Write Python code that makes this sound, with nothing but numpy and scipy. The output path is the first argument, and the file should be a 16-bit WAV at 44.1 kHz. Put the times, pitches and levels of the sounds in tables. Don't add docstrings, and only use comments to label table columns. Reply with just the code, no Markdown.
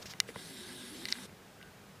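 import sys
import numpy as np
from scipy import signal
from scipy.io import wavfile
from scipy.ndimage import uniform_filter1d

SR = 44100
rng = np.random.default_rng(int(sys.argv[2]) if len(sys.argv) > 2 else 0)


def invert_db(x):
    u = np.asarray(x, float) / 20
    return 10 ** u


def transcribe(u):
    v = np.clip(np.atleast_2d(u).T, -1, 1)
    q = np.round(v * 32767).astype(np.int16)
    wavfile.write(sys.argv[1], SR, q)


N = 88200
HISS_EDGE_HZ = 15500


def evened(x):
    return x / np.sqrt(np.mean(x ** 2) + 1e-20)


def read(points, hz):
    f, value = np.transpose(points)
    return np.interp(np.log(hz + 1), np.log(f + 1), value)


def add(mix, start_s, sound):
    part = mix[max(round(start_s * SR), 0):][:len(sound)]
    part += sound[:len(part)]


def high_pass(x, hz):
    return signal.sosfilt(signal.butter(2, hz, "high", fs=SR, output="sos"), x)


def resonate(x, hz, width_hz):
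    turn = np.exp(2j * np.pi * np.cumsum(hz * np.ones(len(x))) / SR)
    r = np.exp(-np.pi * width_hz / SR)
    for _ in range(2):
        x = 2 * (turn * signal.lfilter([1 - r], [1, -r], x / turn + 1e-18)).real
    return x


def narrow_noise(hz, width_hz):
    return evened(resonate(rng.standard_normal(N), hz, width_hz))


def slow_noise(samples):
    return evened(uniform_filter1d(uniform_filter1d(rng.standard_normal(N), size=samples), size=samples))


def noise(colour, patchy_db):
    frames, hz = N // 256 + 5, np.fft.rfftfreq(1024, 1 / SR)
    a, b, patches = rng.standard_normal((frames, 513, 3)).T
    patches = uniform_filter1d(patches, size=12, axis=0)
    patches = evened(uniform_filter1d(patches, size=10, axis=1))
    gain = invert_db(read(colour, hz)[:, None] + patchy_db * patches)
    z = (a + 1j * b) * gain * (hz < HISS_EDGE_HZ)[:, None]
    return evened(signal.istft(z, nperseg=1024, noverlap=768)[1][:N])


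def zoom():
    on_s, spin_up_s, off_s, run_down_s = 0.32, 0.068, 1.255, 0.014
    t = np.arange(N) / SR
    on = np.interp(t, [on_s, on_s + spin_up_s, off_s, off_s + run_down_s], [0, 1, 1, 0])
    twitch_s, rise_s, fall_s, twitch_db = 0.2676, 0.018, 0.049, -1.5
    twitch = invert_db(twitch_db) * np.interp(t - twitch_s, [0, rise_s, rise_s + fall_s], [0, 1, 0])
    note, phase = motor_note()
    return (on + twitch) * gear_hiss(phase) + on * (note + growl())


def motor_note():
    # time_s, pitch_hz, rms_db
    track = [ [(0.38, 348.7, -63), (0.47, 395.5, -66), (0.612, 361.7, -59.5), (0.79, 362.3, -62),
             (0.838, 375.7, -59.5), (0.95, 375, -64)], ][0] + [(1.06, 373.7, -58.5), (1.2, 365.7, -63),
             (1.26, 363, -69)]
    waver_db = 2.5
    t = np.arange(N) / SR
    time_s, pitch_hz, rms_db = np.transpose(track)
    phase = 2 * np.pi * np.cumsum(np.interp(t, time_s, pitch_hz)) / SR
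    level_db = np.interp(t, time_s, rms_db) + waver_db * slow_noise(900)
    return np.sqrt(2) * invert_db(level_db) * np.sin(phase), phase


def gear_hiss(phase):
    # pitch_hz, width_hz (of each of two passes), relative density_db
    barrel = [(1650, 230, -1), (2000, 150, 0), (3230, 250, -8), (3770, 360, -1.5), (4480, 350, -5.5),
              (5350, 480, -8.5), (7650, 390, -10.5), (8390, 660, -4), (10090, 830, -5.5), (10850, 440, -10),
              (12770, 750, -12)]
    # frequency_hz, relative density_db (per Hz)
    broad_colour = [(180, -35), (300, -15), (400, -10.5), (590, -15.5), (1370, -14), (2650, -13),
                    (3690, -6.5), (6570, -18), (8420, -17.5), (11000, -18.5), (11900, -36), (12600, -20),
                    (13900, -31), (14700, -27), (15500, -29)]
    hiss_db, broad_db, patch_db = -54.5, -52.5, 3.5
    tooth_depth, turn_depth = 0.3, 0.087
    throb = 1 + tooth_depth * np.sin(phase) + turn_depth * np.sin(phase / 2)
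    teeth = throb * noise([(20, 0), (20000, 0)], patchy_db=patch_db)
    ringing = np.zeros(N)
    for hz, width_hz, db in barrel:
        ringing += invert_db(db) * np.sqrt(width_hz) * evened(resonate(teeth, hz, width_hz))
    broad = throb * noise(broad_colour, patchy_db=2.5)
    return invert_db(hiss_db) * evened(ringing) + invert_db(broad_db) * broad


def growl():
    # start_s, length_s, first_hz, last_hz, rms_db (at mid-note)
    glides = [(.41, 0.11, 188.5, 152, -58.5), (0.506, 0.062, 258.4, 265, -55.5),
              (0.57, 0.067, 266, 206, -54.5), (.64, .055, 190, 201, -58), (0.684, 0.049, 237, 234, -53),
              (0.744, .17, 264, 239, -54), (0.912, 0.044, 294, 304, -51.5), (0.947, 0.052, 252, 237, -54.5),
              (0.985, 0.051, 328, 343, -53), (1.021, 0.031, 250, 263, -54), (1.055, .04, 214, 211, -57),
              (1.086, 0.048, 256, 248, -55.5), (1.149, 0.077, 221, 274.4, -52.5),
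              (1.215, 0.05, 193, 204, -53)]
    bed_db, bed_hz, bed_width_hz, waver_hz = -63, 230, 140, 8
    out = invert_db(bed_db) * narrow_noise(bed_hz, bed_width_hz)
    waver = waver_hz * slow_noise(600)
    for start_s, length_s, first_hz, last_hz, db in glides:
        u = np.arange(0, 1, 1 / (length_s * SR))
        pitch_hz = first_hz + (last_hz - first_hz) * u + waver[round(start_s * SR):][:len(u)]
        phase = 2 * np.pi * (np.cumsum(pitch_hz) / SR + rng.random())
        envelope = np.sin(np.pi * u) ** 0.32
        add(out, start_s, np.sqrt(2) * invert_db(db) * envelope * np.sin(phase))
    return out


def clicks():
    # pitch_hz, relative level_db, t60_s
    shell = [(1600, -13, 0.021), (2040, -30, 0.013), (2051, -4, 0.027), (2336, -4.5, 0.016),
             (2940, -0.5, .012), (3850, -1.5, 0.012), (4360, -3, .008), (5230, 17, 0.0013),
             (6830, -4.5, 0.0067), (8730, -1.5, 0.0095), (10000, 0.5, .005), (10700, -13, 0.0059),
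             (13100, -30, .005), (14500, -28, .004)]
    # time_s, peak_db, chatter_hz, contact_ms (Gaussian sigma), tick_db (over unit-energy chatter)
    snaps = [(0.0277, -37.5, 4870, 0.19, -22), (.137, -32, 1690, 0.13, -1), (0.2022, -5, 5340, 0.07, 4),
             (.29, -33.5, 1820, 0.18, -14), (0.2957, -40, 1900, 0.23, -20), (.303, -42, 1500, .2, -20),
             (0.3601, -31, 1290, .2, -17), (1.0547, -20, 4430, 0.31, 1.5), (1.055, -26.5, 2100, .25, -30),
             (1.086, -25.5, 3500, 0.068, -18), (1.0865, -28.5, 3320, .12, -20), (1.088, -34, 3460, .1, -20),
             (1.125, -11.5, 4650, 0.19, -11), (1.125, -28, 2000, 0.35, -33),
             (1.155, -37.5, 1600, 0.33, -22), (1.186, -37.5, 1790, 0.35, -25),
             (1.295, -44.5, 1600, 0.23, -25), (1.614, -42, 2000, .2, -20), (1.628, -36.5, 2940, 0.26, -1)]
    out, t = np.zeros(N), np.arange(3000) / SR
    ring = sum(invert_db(db - 60 * t / t60_s) * np.sin(2 * np.pi * hz * t) for hz, db, t60_s in shell)
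    ring = high_pass(ring, 1500)
    lag = t[:81] - t[40]
    for time_s, db, hz, contact_ms, tick_db in snaps:
        push = np.exp(-0.5 * (1000 * lag / contact_ms) ** 2) * np.cos(2 * np.pi * hz * lag)
        force = push / np.linalg.norm(push) + invert_db(tick_db) * (lag == 0)
        click = np.convolve(ring, force)
        add(out, time_s + lag[0], invert_db(db) * click / abs(click).max())
    return out


def knocks():
    # start_s, level_db (initial, ahead of the high-pass), pitch_hz, t60_s
    thuds = [(.002, -39.5, 504, 0.0072), (.057, -34.5, 307, 0.0076), (0.0579, -43, 110, .06),
             (.2895, -36, 467, 0.044), (.302, -45, 280, 0.046), (0.3583, -36, 990, 0.021),
             (.36, -40, 650, 0.02), (.361, -36.5, 457, 0.035), (0.3613, -36, 187, 0.044),
             (.362, -40, 132, 0.054), (1.045, -45.5, 100, 0.17), (1.254, -40.5, 445, .02),
             (1.2931, -40.5, 297, 0.0077), (1.3276, -37.5, 296, 0.0073)]
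    out, t = np.zeros(N), np.arange(3000) / SR
    for start_s, db, hz, t60_s in thuds:
        knock = invert_db(db - 60 * t / t60_s) * np.sin(2 * np.pi * hz * t)
        add(out, start_s, high_pass(knock, 110))
    return out


def rubs():
    # start_s, rise_s, fall_s, level_db (at the top)
    strokes = [(.012, .016, .014, -48), (.056, .002, .03, -45), (.078, .035, .025, -46),
               (1.0855, .002, .01, -40), (1.1, .004, .012, -43), (1.112, .011, .0015, -38)]
    # frequency_hz, relative density_db (per Hz)
    colour = [(590, -31), (1000, -10), (1330, -14), (1640, -5), (2330, -8.5), (5560, -2.5), (9420, -20.5),
              (13300, -19.5), (15400, -22)]
    grit_db = 0.5
    stroke, t = np.zeros(N), np.arange(N) / SR
    for start_s, rise_s, fall_s, db in strokes:
        corners_s = [start_s, start_s + rise_s, start_s + rise_s + fall_s]
        stroke += invert_db(db) * np.interp(t, corners_s, [0, 1, 0])
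    grit = invert_db(grit_db * evened(uniform_filter1d(rng.standard_normal(N), size=40)))
    return stroke * evened(grit * noise(colour, patchy_db=0.5))


def background():
    # frequency_hz, relative density_db (per Hz)
    colour = [(12, -40), (20, -37), (104, -4.5), (166, -2.5), (196, -5.5), (324, -11.5), (405, -8),
              (441, -6.5), (521, -11.5), (814, -13), (910, -14), (1500, -15.5), (15600, -32.5)]
    # time_s, gain_db
    level = [(0, 4.5), (.5, -0.5), (1.3, 1.), (1.55, 0.5), (2, 0.5)]
    floor_db = -56.5
    t = np.arange(N) / SR
    gain = invert_db(floor_db + np.interp(t, *np.transpose(level)))
    return gain * noise(colour, patchy_db=0.5) + hum() + faint_ring()


def hum():
    # pitch_hz, width_hz (of each of two passes), rms_db
    lines = [(51, 16, -77.5), (100, 13.5, -71), (196, 7.9, -66.5), (386, 18, -77.5)]
    return sum(invert_db(db) * narrow_noise(hz, width_hz) for hz, width_hz, db in lines)


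def faint_ring():
    # swell_start_s, pitch_hz, peak_db, swell_length_s
    tones = [(1.597, 1487, -59, .11), (1.597, 1588, -59, 0.11)]
    out, t = np.zeros(N), np.arange(N) / SR
    for start_s, hz, db, length_s in tones:
        swell = np.interp(t - start_s, [0, 0.008, 0.84 * length_s, length_s], [0.092, 1, 0.62, 0.13])
        out += invert_db(db) * swell * np.sin(2 * np.pi * (hz * t + rng.random()))
    return out


def flickering_side(steady):
    # centre_s, half_length_s, gain_db
    moments = [(.005, 0.029, 7), (.185, .02, 2), (0.412, 0.034, 7), (.5, 0.029, 7), (.565, 0.018, 2.5),
               (0.687, 0.033, 5.5), (0.737, 0.021, 5), (0.798, 0.021, -1), (0.914, .02, 2.5),
               (0.959, 0.029, 9), (1.008, .03, 6), (1.336, 0.024, -1), (1.54, .04, -6), (1.607, 0.032, 4),
               (1.685, 0.048, -3), (1.81, 0.025, -0.5), (1.876, 0.049, 0.5), (1.959, 0.038, 2.5)]
    # frequency_hz, side_minus_mid_db
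    side_colour = [(60, -23), (110, -20), (200, -27.5), (380, -24.5), (700, -18), (1290, -20), (2380, -19),
                   (4400, -18), (8120, -15), (15000, -16)]
    patch_db = 5.5
    hz, t, z = signal.stft(steady, SR, nperseg=256)
    gate = np.zeros(len(t))
    for centre_s, half_s, db in moments:
        gate += invert_db(db) * np.cos(np.pi / 2 * np.clip((t - centre_s) / half_s, -1, 1))
    patch = uniform_filter1d(rng.standard_normal(z.shape[::-1]).T, size=4, axis=0)
    patch = evened(uniform_filter1d(patch, size=9, axis=1))
    scramble = np.exp(2j * np.pi * rng.random(z.shape[::-1]).T)
    z = z * invert_db(patch_db * patch) * gate * invert_db(read(side_colour, hz))[:, None] * scramble
    return signal.istft(z, SR, nperseg=256)[1][:N]


def scene():
    low_pass = signal.firwin(511, HISS_EDGE_HZ, window=("kaiser", 9), fs=SR)
    steady = signal.oaconvolve(zoom() + background(), low_pass, "same")
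    side = flickering_side(steady)
    mid = steady + clicks() + knocks() + rubs()
    return np.array([mid + side, mid - side])


def top_cut(x):
    return signal.sosfilt(signal.butter(12, 16820, fs=SR, output="sos"), x)


def record(dry):
    edge_hz = 16600
    low_pass = signal.firwin(255, edge_hz, window=("kaiser", 9), fs=SR)
    mix = signal.oaconvolve(dry, low_pass[None], "same")
    return top_cut(mix)


dry = scene()
out = record(dry)
transcribe(out)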